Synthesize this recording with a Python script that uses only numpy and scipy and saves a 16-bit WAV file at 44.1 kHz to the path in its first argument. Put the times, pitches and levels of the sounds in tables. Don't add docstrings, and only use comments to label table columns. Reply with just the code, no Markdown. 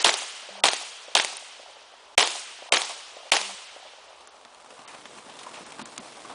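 import sys
import numpy as np
from scipy import signal
from scipy.io import wavfile
from scipy.ndimage import uniform_filter1d

SR = 44100
rng = np.random.default_rng(int(sys.argv[2]) if len(sys.argv) > 2 else 0)


def elevation(decibels):
    levels = np.asarray(decibels, float)
    return 10 ** (levels / 20)


def store_wav(level_fs):
    pcm = np.round(np.clip(np.atleast_2d(level_fs), -1, 1) * 32767)
    wavfile.write(sys.argv[1], SR, pcm.T.astype(np.int16))


N = 279808

# (time [s], level [dB], blast pitch [Hz],
# dull hush ahead of it [s], hush keeps only sound under [Hz])
SHOTS = [
    (-0.104, 3, 3000, 0, 100),
    (0.0453, 1, 3000, 0.018, 3080),
    (0.6379, -0.5, 2970, 0.032, 1500),
    (1.1521, -2, 3180, .009, 298),
    (2.179, 1, 2260, .028, 60),
    (2.723, -1, 2400, 0.03, 1460),
    (3.3193, -1.5, 2400, .015, 218),
]
# (back bank slap peak [dB], hill answer [dB])
AIM = [(-30, -12), (-6.5, 0), (-8, 0), (-7, 0), (-7.5, 0), (-9.5, 0), (-11, 0)]
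# (delay [s], crack [dB], thump [dB], smear [s])
SLAPS = [(.0022, -3, -7.5, 0.0018), (.0038, -3, -5, 0.00048), (.0095, -26, -18, 0.0011),
         (0.0168, -2, -10.5, 0.0005), (0.022, -32, -15.5, 0.0048), (.033, -30, -26, .002),
         (0.0469, 0, -16, 0.00055), (.050, -4, -10, 0.00076), (0.0555, -20, -25, 0.0004),
         (.172, -30, -34, 0.032)]
# (delay [s], level [dB], smear [s], centre [Hz])
HILL_ANSWERS = [(0.319, -77, 0.0062, 673), (.410, -41, 0.0043, 700), (.443, -31, 0.01, 550),
                (0.479, -39, 0.011, 620), (.508, -35.5, 0.0055, 750), (.532, -35, 0.018, 534),
                (.545, -36, 0.015, 756), (.615, -35.5, .006, 640), (.665, -39, 0.008, 690),
                (0.786, -36, 0.0024, 700), (.810, -45, .005, 704), (.895, -49, 0.0087, 715)]
# (centre [Hz], between banks [dB], its t60 [s], off the hill [dB], its t60 [s])
SCATTER = [(225, -62, 0.92, -78.5, 2.6), (420, -33, 0.37, -60, 1.56), (881, -28, 0.49, -57.5, 6.8),
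           (1500, -29, 0.41, -50.5, 3.9), (2400, -31.5, 0.62, -47.5, 3.6), (3095, -24.5, 0.47, -44.5, 3.2),
           (4120, -31.5, 0.64, -48, 3.37), (4900, -31.5, 0.8, -48, 3.5), (7500, -28, 0.72, -45.5, 2.2),
           (10600, -30, 0.34, -51, 1)]
# (centre [Hz], level [dB], which layer it rides on)
AIR_BANDS = [
    (35, -87, "steady"), (64, -83, "steady"),
    (60, -27, "rumble"), (132, -12.5, "rumble"), (283, -0.5, "rumble"),
    (550, -7.5, "wind"), (810, -11, "wind"), (1000, -5, "wind"),
    (1810, -8.5, "hiss"), (3000, -7, "hiss"), (4430, -7.5, "hiss"), (7100, -9, "hiss"), (9300, -9, "hiss")]
# (time [s], level under its rest [dB])
RECOVERY = [
    (4.1, -12),
    (4.4, -10),
    (5.05, -1),
    (5.32, -1),
    (5.6, 0.5),
    (6.34, 0),
]
# (start [s], end [s], lost above [Hz])
DROPOUTS = [(.146, .168, 8500), (1.376, 1.392, 7000), (4.284, 4.306, 6700), (4.855, 4.876, 4800),
            (5.644, 5.660, 8400), (5.826, 5.853, 8600), (5.826, 5.852, 4900), (4.262, 4.270, 7500),
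            (5.968, 5.976, 5000), (5.987, 6.002, 5000)]
# (time [s], level [dB])
KNOCK = (.428, -33)
# (start [s], end [s], pitch [Hz], level [dB])
HUMS = [
    (.505, .632, 199, -62),
    (3.40, 3.548, 194, -62),
]
# (time [s], peak [dB], low part re peak [dB], centre [Hz])
TICKS = [(1.3688, -17, -22, 8200), (4.2737, -29, -6, 7500), (4.4499, -34.5, -6, 2600),
         (4.8785, -33, -10, 5200), (5.432, -34, -15, 8800), (5.0555, -29.5, -12, 2900),
         (5.665, -33, -15, 8600), (5.7214, -34, -15, 8800), (5.8567, -25, -6, 7000),
         (5.9789, -21, -3, 4600)]
# (time [s], crunch [dB], weight of the foot [dB], length [ms])
STEPS = [(4.2064, -41, -46, 9.1), (4.454, -49, -44, 10), (4.5462, -40, -45, 8.5), (4.7044, -36, -42, 9.4),
         (4.791, -36.5, -37.5, 9), (4.8787, -32, -60, 31), (4.945, -34, -36.5, 12), (5.017, -39, -59, 7.2),
         (5.0554, -30, -38.5, 7), (5.1803, -34, -37, 13), (5.264, -53, -39, 6.9), (5.2938, -35.5, -40, 26),
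         (5.3533, -37, -45, 9), (5.389, -29.5, -53, 17), (5.432, -35, -40, 13), (5.4634, -42, -39.5, 17),
         (5.5367, -30.5, -43, 40), (5.5707, -34, -44, 13), (5.608, -41, -35, 6.3), (5.666, -40, -42, 18),
         (5.721, -30, -45, 5.5), (5.7924, -28, -27, 7.5), (5.815, -29, -30.5, 5), (5.991, -37, -39, 6.6),
         (6.173, -46, -38.5, 7.6), (6.2544, -47, -44, 8.8), (6.299, -39, -33, 33)]
# (time [s], peak [dB], pitch [Hz])
THUDS = [(4.72, -41, 523), (4.78, -43, 720), (5.26, -45, 1150), (5.466, -31, 1040), (5.572, -35, 710),
         (5.608, -37.5, 225), (5.812, -36, 230), (5.856, -36, 1100), (5.985, -37.5, 218), (5.992, -39, 640),
         (6.25, -34.5, 1120)]

BACK_S = .0955
NEAR_S, NEAR_DB = 0.041, 3
RUMBLE_DB, WIND_DB, HISS_DB = -57, -47.5, -48.5
RUMBLE_FOLLOWS, WIND_FOLLOWS = 1.65, 0.38
GRAVEL_HZ, GRAVEL_SPREAD, HEEL_DB = 3000, 0.21, -13
THUD_S, THUD_WIDTH = 0.018, 0.12
CLIP, CEILING, TOP_HZ = .63, .73, 10050


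def band(x, hz, width_hz, order=1):
    low = np.sqrt(hz ** 2 + width_hz ** 2 / 4) - width_hz / 2
    edges = [low, min(low + width_hz, .45 * SR)]
    return signal.sosfilt(signal.butter(order, edges, "bandpass", fs=SR, output="sos"), x)


def noise_band(n, hz, width_hz):
    x = band(rng.standard_normal(n), hz, width_hz, order=2)
    return x / np.sqrt(np.mean(x ** 2))


def peak(x, db):
    return x * elevation(db) / np.max(np.abs(x))


def add(out, s, x):
    i = int(s * SR)
    x = x[max(-i, 0):len(out) - i]
    out[max(i, 0):max(i, 0) + len(x)] += x


def walk(rate):
    k = int(SR / rate)
    held = np.repeat(rng.standard_normal(N // k + 1), k)
    return 0.95 * uniform_filter1d(uniform_filter1d(held, k), k)[:N]


def burst(noise, length_s, front):
    x = noise * np.exp(-np.arange(len(noise)) / SR / max(length_s, 2e-4))
    x[:3] -= front
    return x


def crack(x):
    return band(x, 3510, 1470) + elevation(-3) * band(x, 2150, 1000) + elevation(-18) * band(x, 7240, 6000)


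def thump(x):
    return 2.67 * band(x, 828, 736, order=2) + elevation(-13) * band(x, 450, 200)


def muzzle(hz, noise):
    t = np.arange(len(noise)) / SR
    swing = -np.sin(2 * np.pi * hz * (1.271 * t - 160 * t ** 2))
    swing *= np.exp(-(t / 0.0013) ** 2) * np.minimum(t / 0.0002, 1)
    return elevation(-1) * swing + elevation(-7) * band(burst(noise, 0.0018, front=0), 4000, 7700)


def near_slaps(out, surfaces):
    for (delay, crack_db, thump_db, smear), noise in zip(SLAPS, surfaces):
        own = rng.standard_normal(len(noise))
        x = burst(noise + .6 * own, smear, front=2.5) * elevation(1.2 * own[0] - 1)
        add(out, delay + 1.5e-4 * own[1], elevation(crack_db) * crack(x) + elevation(thump_db) * thump(x))


def hill_answers(out, surfaces, hill_db):
    for (delay, db, smear, hz), noise in zip(HILL_ANSWERS, surfaces[::-1]):
        x = burst(noise + 0.18 * rng.standard_normal(len(noise)), smear, front=5.0)
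        add(out, delay, elevation(db + hill_db + 9) * band(x, hz, 0.42 * hz, order=2))


def scatter(t):
    n, out = len(t), np.zeros(len(t))
    near = elevation(NEAR_DB / (1 + np.exp(np.clip((t - NEAR_S) / 0.0017, -50, 50))))
    rise = 1 - np.exp(-t / 0.0057)
    grit = elevation(4.5 * np.exp(-t / 0.07) * walk(900)[:n])
    for hz, bank_db, bank_t60, hill_db, hill_t60 in SCATTER:
        fade = np.hypot(near * elevation(bank_db - 60 * t / bank_t60), elevation(hill_db - 60 * t / hill_t60))
        patchy = elevation(2.0 * walk(59.65)[:n])
        out += rise * fade * patchy * noise_band(n, hz, .5 * hz)
    out += elevation(-49 - 17 * t) * rise * noise_band(n, 3100, 470)
    return out * grit


def back_slap(peak_db):
    x = burst(rng.standard_normal(1000), .0013, front=3)
    return peak(crack(x) + elevation(-9) * thump(x) + elevation(-13) * band(x, 7000, 6000), peak_db)


def shots():
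    out, t = np.zeros(N), np.arange(3 * SR) / SR
    surfaces = rng.standard_normal((12, 4000))
    swell = elevation(1.5 - 18500 * t[400::-1])
    for (s, db, hz, _, _), (back_db, hill_db) in zip(SHOTS, AIM):
        add(out, s - 2.5e-4, elevation(db) * muzzle(hz, rng.standard_normal(300)))
        answer = scatter(t)
        near_slaps(answer, surfaces)
        hill_answers(answer, surfaces, hill_db)
        add(out, s, elevation(db) * answer)
        add(out, s + BACK_S, back_slap(back_db + 1))
        add(out, s - len(swell) / SR, swell * band(rng.standard_normal(len(swell)), 3700, 8000))
    return signal.sosfilt(signal.butter(2, 170, "highpass", fs=SR, output="sos"), out)


def air():
    t, out = np.arange(N) / SR, np.zeros(N)
    s, under_db = np.transpose(RECOVERY)
    gain_db = np.interp(t, s, under_db)
    layers = {"steady": 0, "rumble": RUMBLE_DB + RUMBLE_FOLLOWS * gain_db,
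              "wind": WIND_DB + WIND_FOLLOWS * gain_db, "hiss": HISS_DB + gain_db}
    shuffle, gravel = walk(30), walk(500) * (t > s[0])
    for hz, db, layer in AIR_BANDS:
        flicker_db = 2.0 * walk(40) * (hz < 1500) + .6 * walk(9) + .7 * shuffle
        flicker_db += 2.5 * gravel * (hz > 400)
        out += elevation(layers[layer] + db + flicker_db) * noise_band(N, hz, 0.56 * hz)
    return out


def knock():
    out = np.zeros(N)
    s, db = KNOCK
    add(out, s, elevation(db) * thump(burst(rng.standard_normal(2000), 0.0024, front=1.2)))
    return out


def drive_hums():
    t, out = np.arange(N) / SR, np.zeros(N)
    for start, end, hz, db in HUMS:
        tone = np.sin(2 * np.pi * hz * t) + .5 * np.sin(4 * np.pi * hz * t)
        out += elevation(db + 5.5) * ((t > start) & (t < end)) * tone
    return out


def ticks():
    out = np.zeros(N)
    for s, db, low_db, hz in TICKS:
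        x = burst(rng.standard_normal(2000), .0020, front=1.5)
        add(out, s, peak(band(x, hz, .9 * hz), db) + peak(band(x, 1200, 1200), db + low_db))
    return out


def footsteps():
    out = np.zeros(N)
    for s, db, weight_db, ms in STEPS:
        stones, grains, sole, ground = rng.standard_normal((4, 5000))
        hz, length = GRAVEL_HZ * np.exp(GRAVEL_SPREAD * grains[-1]), ms / 1000
        onset = np.minimum((np.arange(len(stones)) + 20) / SR / (0.11 * length), 1)
        grit = burst(stones * elevation(7.1 * grains), length, front=1.6) * onset
        crunch = band(grit, hz, 0.42 * hz) + elevation(-12.5) * band(grit, 3000, 10500)
        scuff = thump(burst(sole, 1.37 * length, front=1.0))
        heel = band(burst(ground, 2.0 * length, front=6.7), 254, 160, order=2)
        add(out, s, elevation(db - 7) * crunch)
        add(out, s, elevation(weight_db - 0.5) * scuff + elevation(weight_db + HEEL_DB + 14) * heel)
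    return out


def thuds():
    out = np.zeros(N)
    for s, db, hz in THUDS:
        x = burst(rng.standard_normal(3000), THUD_S, front=2.8)
        add(out, s, peak(band(x, hz, THUD_WIDTH * hz + 40), db))
    return out


def hush_before_shots(x, rest):
    for s, _, _, ahead, keep_hz in SHOTS[1:]:
        i, j = int((s - ahead) * SR), int((s - .004) * SR)
        lowpass = signal.butter(8, keep_hz, fs=SR, output="sos")
        low = signal.sosfiltfilt(lowpass, x[max(i - 2000, 0):j])
        k = np.arange(j - i)
        gate = np.clip(np.minimum(k, j - i - k + 30) / 60, 0, 1)
        x[i:j] += gate * (low[i - j:] - x[i:j])
        x[j:j + 176] -= rest[j:j + 176]


def scene():
    blast = shots()
    rest = air() + knock() + drive_hums() + ticks() + footsteps() + thuds()
    x = blast + rest
    hush_before_shots(x, rest)
    return np.array([x, x])


def treble_dropouts(x):
    hz, s, z = signal.stft(x, SR, nperseg=256)
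    edges = 3000 * 1.13 ** np.arange(11)
    wake = np.zeros(len(s))
    for t, *_ in SHOTS:
        wake += (s > t + .018) & (s < t + .125) & (abs(s - t - BACK_S) > .007)
    for t, *_ in TICKS:
        wake += .4 * (abs(s - t) < .03)
    odds = np.clip((edges[:, None] - 2500) / 7500, 0, 1) * (.09 + .5 * wake)
    draws = np.repeat(rng.random((len(edges), len(s) // 3 + 1)), 3, axis=1)[:, :len(s)]
    lost = draws < odds
    band_of = np.clip(np.searchsorted(edges, hz) - 1, 0, None)
    keep = ~lost[band_of] | (hz[:, None] < edges[0])
    for start, end, above_hz in DROPOUTS:
        keep[np.ix_(hz > above_hz, (s > start) & (s < end))] = False
    return signal.istft(z * keep, SR, nperseg=256)[1][..., :N]


def low_pass(x):
    return signal.sosfilt(signal.butter(12, 16000, fs=SR, output="sos"), x)


def record(dry):
    squash = dry - dry / (1 + np.abs(dry / CLIP) ** 5) ** (1 / 5)
    x = dry - signal.sosfiltfilt(signal.butter(1, 60, "highpass", fs=SR, output="sos"), squash)
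    x = treble_dropouts(x)
    x = signal.sosfilt(signal.ellip(10, .2, 90, TOP_HZ, fs=SR, output="sos"), x)
    return low_pass(np.clip(x, -CEILING, CEILING))


dry = scene()
out = record(dry)
store_wav(out)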